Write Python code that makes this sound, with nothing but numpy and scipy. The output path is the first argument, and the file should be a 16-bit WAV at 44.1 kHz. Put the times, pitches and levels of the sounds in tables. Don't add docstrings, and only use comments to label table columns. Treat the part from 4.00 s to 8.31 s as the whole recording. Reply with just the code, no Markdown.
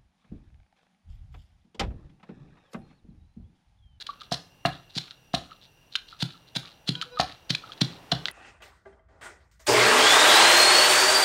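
import sys
import numpy as np
from scipy import signal
from scipy.fft import rfft, irfft
from scipy.io import wavfile

SR = 44100
rng = np.random.default_rng(int(sys.argv[2]) if len(sys.argv) > 2 else 0)


def dump(signal):
    limited = np.clip(np.atleast_2d(signal).T, -1, 1)
    pcm = np.round(limited * 32767).astype(np.int16)
    wavfile.write(sys.argv[1], SR, pcm)


N = 190226

# (t/s, sinking length/s, crushing length/s, crunch level/dB, crunch pitch/Hz, extra treble/dB,
#  thud delay/s, thud level/dB, contact time/ms, cling level/dB)
BLOWS = [(0.316, .003, 0.028, -29, 4280, 1.5, 0.0046, -29, 1.5, -77),
         (0.652, .001, 0.018, -28.5, 2870, 5, 0.0034, -22.5, 1.75, -50),
         (0.964, .011, .021, -28.5, 4470, -1, 0.00303, -27, 3.24, -52),
         (1.337, 0.0017, 0.014, -25.5, 3700, 0.5, 0.0039, -27, 1.75, -57),
         (2.22, 0.017, 0.0099, -25.5, 3600, 1.5, 0.01, -14.5, 6.1, -50.5),
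         (2.559, 0.0064, .01, -25, 3600, 1.5, 0.0062, -27, 2.97, -48.5),
         (2.889, 0.011, 0.0049, -21, 3700, 0, 0.0032, -19.5, 2.7, -60),
         (3.196, 0.0058, 0.017, -24.5, 4020, 0, 0.0042, -31.5, 3.9, -46.5),
         (3.5009, 0.0046, 0.0098, -22, 4350, -4.5, 0.0055, -19, 4.6, -82),
         (3.813, 0.0035, 0.0041, -15.5, 4240, -2.5, 0.0052, -15, 2.56, -50),
         (4.117, .001, 0.0054, -17, 3540, -4.5, 0.013, -17, 5, -67)]
# (t/s, length/s, level/dB, f/Hz)
AIR_POCKETS = [(0.0908, 0.0091, -31, 1154), (0.216, 0.0033, -41, 1240), (1.516, 0.0067, -42, 1282),
               (2.127, 0.0031, -41.5, 1334), (3.025, 0.0036, -31.5, 1315), (3.1725, 0.012, -32, 1240),
               (3.638, 0.0056, -40.5, 1310), (3.694, 0.0081, -44.5, 1246)]


def gain_of(db):
    return 10 ** (np.asarray(db) / 20)


def evened(x):
    return x / np.sqrt(np.mean(x ** 2) + 1e-20)


def read(points, hz):
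    f, value = np.transpose(points)
    return np.interp(np.log(hz + 1), np.log(f + 1), value)


def add(mix, s, sound):
    part = mix[max(round(s * SR), 0):][:len(sound)]
    part += sound[:len(part)]


def clock(seconds):
    return np.arange(max(int(seconds * SR), 2)) / SR


def low_cut(x, hz, order=2):
    return signal.sosfilt(signal.butter(order, hz, "high", fs=SR, output="sos"), x)


def bump(f, hz, width):
    return 1 / np.sqrt(1 + (2 * (f - hz) / width) ** 2)


def noise(gain):
    return evened(irfft(rfft(rng.standard_normal(N)) * gain, N))


def causal(gain, size=512):
    both_sides = np.r_[gain, gain[-2:0:-1]]
    log_gain = np.log(np.maximum(both_sides, 1e-5))
    spectrum = np.exp(np.conj(signal.hilbert(log_gain)))
    return np.fft.ifft(spectrum).real[:size]


def click(hz, width_hz, treble_db):
    # (f/Hz, level/dB)
    crunch_colour = [(200, -30.5), (700, -2.5), (1100, -11.5), (1600, -4.5), (2200, -10.5), (3200, -4.5),
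                     (4100, 1), (4500, -4), (5200, -7.5), (6500, -11), (8000, -13.5), (10000, -13.5),
                     (12000, -21.5), (15500, -21.5)]
    f = np.fft.rfftfreq(1024, 1 / SR)
    treble = read([(4500, 0), (9000, 1)], f)
    colour = gain_of(read(crunch_colour, f) + treble_db * treble)
    return causal(colour * bump(f, hz, width_hz))


def cells(hz, width_hz, treble_db, scatter=0.031, count=5):
    return [click(hz * np.exp(scatter * u), width_hz, treble_db) for u in np.linspace(-1, 1, count)]


def crackle(length, grains, per_s, spread_db, swell, fade):
    lead = 3 * swell
    t = clock(lead + length + 4 * fade) - lead
    chance, size, sign, kind = rng.random((4, SR))[:, :len(t)]
    bursts = chance <= max(per_s / SR, chance.min())
    building = np.minimum(t - length / 4, 0) / (swell + length / 4) * 2
    letting_go = np.maximum(t - length, 0) / fade
    pressure = np.exp(building - letting_go)
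    sizes = gain_of(spread_db * np.minimum(-np.log(size), 3))
    clicks = bursts * pressure * sizes * np.sign(sign - .5)
    kinds = (kind * len(grains)).astype(int)
    sound = sum(signal.fftconvolve(clicks * (kinds == k), grain) for k, grain in enumerate(grains))
    return lead, sound * np.sqrt(length * SR / np.sum(sound ** 2))


def crunch(s, length, db, hz, treble_db, swell=.0011):
    clump_s, clump_db = 0.002936, 4
    grains = cells(hz, 2180, treble_db)
    lead, sound = crackle(length, grains, per_s=3600, spread_db=1, swell=swell, fade=0.0021)
    pieces = rng.standard_normal(size=200)
    clumps = np.interp(np.arange(len(sound)) / SR / clump_s, np.arange(len(pieces)), pieces)
    uneven = sound * gain_of(clump_db * clumps)
    same_loudness = np.std(sound) / np.std(uneven)
    return s - lead, gain_of(db) * uneven * same_loudness


def crush(sinking_db=-8.5, swell_share=.6):
    out = np.zeros(N)
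    for s, sinking, length, db, hz, treble_db, *_ in BLOWS:
        add(out, *crunch(s - sinking, sinking, db + sinking_db, hz, treble_db, swell=swell_share * sinking))
        add(out, *crunch(s, length, db, hz, treble_db))
    return out


def strike(modes, pitch, contact_ms):
    t = clock(.4)
    ring = 0
    for hz, db, t60 in modes:
        ring = ring + gain_of(db - 60 * t / t60) * np.cos(2 * np.pi * hz * pitch * t)
    contact = contact_ms / 1000
    u = 5 * clock(3 * contact) / contact
    push = u * np.exp(-u)
    return signal.fftconvolve(ring, push / push.sum()), contact / 2


def thuds():
    # (f/Hz, level/dB, time to fall 60 dB/s)
    floor_modes = [(132.5, -0.5, 0.18), (165, 1.5, 0.13), (208, -8, 0.094), (263.3, -7, 0.11),
                   (336, -22, 0.18)]
    out = np.zeros(N)
    for s, *_, delay, db, contact_ms, _ in BLOWS:
        sound, lead = strike(floor_modes, 1, contact_ms)
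        add(out, s + delay - lead, gain_of(db) * sound)
    return low_cut(out, 124, order=3)


def knocks():
    # (t/s, level/dB, pitch factor, contact time/ms)
    clay_hits = [(0.3194, -16.5, .99, 0.87), (0.6526, -13, 0.99, 0.24), (1.3404, -12, 1, 0.88),
                 (3.198, -9, 1.037, 0.56), (4.122, -13, 0.99, 1)]
    # (f/Hz, level/dB, time to fall 60 dB/s)
    clay_modes = [(68.7, -26.5, 0.27), (110, -30, 0.38), (168, -12.5, 0.025), (267, -20.5, 0.045),
                  (703, -5, 0.054), (740, -4.5, 0.03), (1043, -4.5, .018), (1240, -8.5, 0.042),
                  (1683, -5, 0.02), (1900, -35, 0.028), (2796, -3.5, 0.052), (2700, -29, .03)]
    out = np.zeros(N)
    for s, db, pitch, contact_ms in clay_hits:
        sound, lead = strike(clay_modes, pitch, contact_ms)
        add(out, s - lead, gain_of(db) * sound)
    low_pass = signal.butter(4, 3500, fs=SR, output="sos")
    return signal.sosfilt(low_pass, low_cut(out, 68, order=3))


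def paste(bubble_hz=1300, bubble_t60=0.019):
    lift_after_s, lift_s, lift_fade_s, lift_bubbles_db = 0.058, 0.054, .04, -8.5
    peel_before_s, peel_s, peel_fade_s, peel_bubbles_db = .025, 0.038, 0.036, -3.5
    peel_base_db, peel_share = -33, 0.52
    out, t = np.zeros(N), clock(.03)
    bubble_shape = gain_of(-60 * t / bubble_t60) * (1 - np.exp(-t / 0.0018))
    bubbles = [np.sin(2 * np.pi * bubble_hz * k * t) * bubble_shape for k in np.linspace(.9, 1.1, 5)]
    clicks = cells(3170, 900, -1.5, scatter=0.31, count=9)
    lifts = [(s + lift_after_s, lift_s, lift_fade_s, db, lift_bubbles_db) for s, *_, db in BLOWS]
    peels = [(s - peel_before_s, peel_s, peel_fade_s, peel_base_db + peel_share * db, peel_bubbles_db)
             for s, _, db, _ in AIR_POCKETS]
    for s, length, fade, db, bubble_db in lifts + peels:
        lead, ticks = crackle(length, clicks, per_s=400, spread_db=3.5, swell=0.0015, fade=fade)
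        add(out, s - lead, gain_of(db) * ticks)
        lead, bubbling = crackle(length, bubbles, per_s=160, spread_db=3.0, swell=0.0024, fade=fade)
        add(out, s - lead, gain_of(db + bubble_db) * bubbling)
    return out


def scuffs():
    # (t/s, length/s, level/dB)
    brushes = [(0.226, 0.03, -53.5), (0.894, 0.035, -56.5), (1.609, 0.052, -55.5), (1.915, .03, -48),
               (2.078, 0.039, -51), (2.473, 0.018, -55.5), (3.774, 0.0068, -48)]
    out = np.zeros(N)
    grains = cells(3680, 1100, 1, scatter=0.17, count=7)
    for s, length, db in brushes:
        lead, sound = crackle(length, grains, per_s=740, spread_db=4.5, swell=0.005, fade=0.0099)
        add(out, s - lead, gain_of(db) * sound)
    return low_cut(out, 1200, order=3)


def snaps(crack_width_hz=2200, rise=0.0016, treble_db=-9):
    # (t/s, level/dB, f/Hz, time for the ring to fall 60 dB/s,
    #  crack against level/dB, tear length/s, tear level/dB)
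    skins = [(0.002, -28, 4000, 0.013, -7, 0.021, -40), (0.065, -38, 4270, 0.0057, -2, 0.0043, -34),
             (0.2093, -26.5, 3730, 0.008, -8, .01, -45), (1.1093, -27, 3870, .008, 1.5, 0.0056, -48),
             (1.9544, 1, 3060, 0.0061, -12.5, 0.0073, -24.5), (2.953, -12, 3240, 0.011, -13, .002, -35),
             (3.0143, -14, 3130, 0.015, -0.5, 0.012, -33), (3.548, -11, 2460, 0.016, -24, 0.0042, -22),
             (3.72, -18.5, 3350, 0.0094, -10, 0.014, -47), (4.2563, -2.5, 3300, 0.0036, -6.5, 0.019, -42.5),
             (4.284, -14, 2010, 0.013, -1, 0.0019, -34)]
    tear_after_s, tear_hz, tear_treble_db = 0.0012, 3600, 0
    gap_hz, gap_db, gap_t60 = 1600, -9.5, 0.0077
    out, t = np.zeros(N), clock(.03)
    gap = gain_of(gap_db - 60 * t / gap_t60) * np.sin(2 * np.pi * gap_hz * t)
    for s, db, hz, t60, crack_db, tear_length, tear_db in skins:
        ring = gain_of(-60 * t / t60) * np.sin(2 * np.pi * hz * t)
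        crack = click(hz, crack_width_hz, treble_db)
        add(out, s, gain_of(db) * (ring + gap) * (1 - np.exp(-t / rise)))
        add(out, s, gain_of(db + crack_db) * crack / abs(crack).max())
        add(out, *crunch(s + tear_after_s, tear_length, tear_db, tear_hz, tear_treble_db))
    return low_cut(out, 1100, order=4)


def plops(glide=0.008, fade=0.0031, rise=0.00022):
    out = np.zeros(N)
    for s, length, db, hz in AIR_POCKETS:
        t = clock(length + .02)
        opened = np.minimum(t / length, 1)
        phase = 2 * np.pi * np.cumsum(hz * (1 + glide * (opened - .5))) / SR
        shape = (1 - np.exp(-t / rise)) * np.exp(-np.maximum(t - 0.96 * length, 0) / fade)
        add(out, s, gain_of(db) * np.sqrt(2) * shape * np.sin(phase))
    return out


def room_tail(build=0.009, linger_db=-25, linger_t60=0.57):
    # (delay/s, gain)
    echoes = [(.0043, 0.1621), (0.015, 0.095), (0.0316, 0.0971)]
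    # (f/Hz, time to fall 60 dB/s)
    ring_times = [(100, 0.75), (260, 0.44), (700, 0.23), (1800, 0.31), (4000, 0.27), (8000, 0.46),
                  (15000, 0.082)]
    # (f/Hz, level/dB)
    tail_colour = [(60, -6), (150, -39), (300, 1), (700, -9), (1500, -5), (4000, -10.5), (8000, -11),
                   (15000, 0)]
    hz, t, z = signal.stft(rng.standard_normal(SR), SR, nperseg=256)
    t60 = read(ring_times, hz)[:, None]
    decay = gain_of(-60 * t / t60) + gain_of(linger_db - 60 * t / linger_t60)
    same_energy = np.sqrt(2 * np.log(1000) / (t60 * SR))
    colour = gain_of(read(tail_colour, hz))[:, None] * same_energy
    tail = signal.istft(z * decay * colour, SR, nperseg=256)[1][:SR]
    tail = tail * (1 - np.exp(-(np.arange(SR) / SR / build) ** 2))
    for delay, gain in echoes:
        add(tail, delay, np.array([gain]))
    return tail


def kitchen(x, count=4):
    turn = np.arange(N) / SR / .31
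    out = np.zeros(N)
    for k in range(count):
        away = np.minimum(abs((turn - k + count / 2) % count - count / 2), 1)
        out += signal.fftconvolve(x * np.cos(np.pi / 2 * away), room_tail())[:N]
    return out


def horn():
    # (t/s, length/s, level/dB, extra weight of its fundamental/dB)
    toots = [(2.907, 0.14, -52.5, -19), (3.048, 0.062, -56, 4), (3.097, 0.1, -48, -0.5)]
    # (multiple of the fundamental, level/dB)
    partials = [(1, 5.5), (2, -8), (3, -3.5), (5, -13), (8, -3), (10, -14)]
    horn_hz, waver = 493, 0.0041
    waver_width_hz = 39.8
    out = np.zeros(N)
    drift = noise(bump(np.fft.rfftfreq(N, 1 / SR), 0, waver_width_hz) ** 2)
    turns = np.cumsum(horn_hz * (1 + waver * drift)) / SR
    for s, length, db, low_db in toots:
        part = turns[round(s * SR):][:len(clock(length))]
        tone = np.zeros(len(part))
        for k, level in partials:
            partial_gain = gain_of(level + low_db * (round(k) == 1))
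            tone += partial_gain * np.sin(2 * np.pi * (round(k) * part + rng.random()))
        add(out, s, gain_of(db) * evened(tone * signal.windows.tukey(len(part), .8)))
    return out


def background(air_db=-62.5):
    # (f/Hz, level/dB)
    air_colour = [(15, -52), (25, 16), (55, 6.5), (153, 7.5), (206, 0), (249, -1.5), (1190, -22),
                  (1700, -7), (1890, -28), (2760, -12), (5140, -16.5), (5730, -34.5), (6380, -23.5),
                  (14400, -20), (16000, -24)]
    # (f/Hz, width at half amplitude/Hz, level/dB)
    hiss_bands = [(2786, 180, -68), (5780, 210, -74)]
    # (f/Hz, level/dB)
    traffic_colour = [(40, -12), (150, -9), (400, -6.5), (850, -6), (1400, -14), (3000, -16.5),
                      (8000, -32.5), (16000, -36)]
    # (t/s, level/dB)
    traffic_level = [(0, -64.5), (1.8, -66.5), (2.8, -62), (3.45, -60), (3.7, -53.5), (4.05, -52),
                     (4.31, -49.5)]
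    f, t = np.fft.rfftfreq(N, 1 / SR), np.arange(N) / SR
    air = gain_of(air_db) * noise(gain_of(read(air_colour, f)))
    hiss = sum(gain_of(db) * noise(bump(f, hz, width) ** 2) for hz, width, db in hiss_bands)
    swelling = gain_of(np.interp(t, *np.transpose(traffic_level)))
    traffic = swelling * noise(gain_of(read(traffic_colour, f)))
    return low_cut(air + hiss + traffic, 34, order=4)


def scene():
    # (sound, share/dB)
    sources = [(thuds(), -3), (knocks(), 0.5), (crush(), -0.5), (paste(), -4),
               (scuffs(), -5), (snaps(), -6), (plops(), -9)]
    near = sum(sound for sound, _ in sources)
    room = kitchen(sum(gain_of(wet_db) * sound for sound, wet_db in sources))
    return (near + room + horn() + background())[None]


def record(dry, edge_hz=16000):
    band_limit = signal.firwin(511, edge_hz, window=("kaiser", 9), fs=SR)
    return signal.oaconvolve(dry, band_limit[None], "same")


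dry = scene()
out = record(dry)
dump(out)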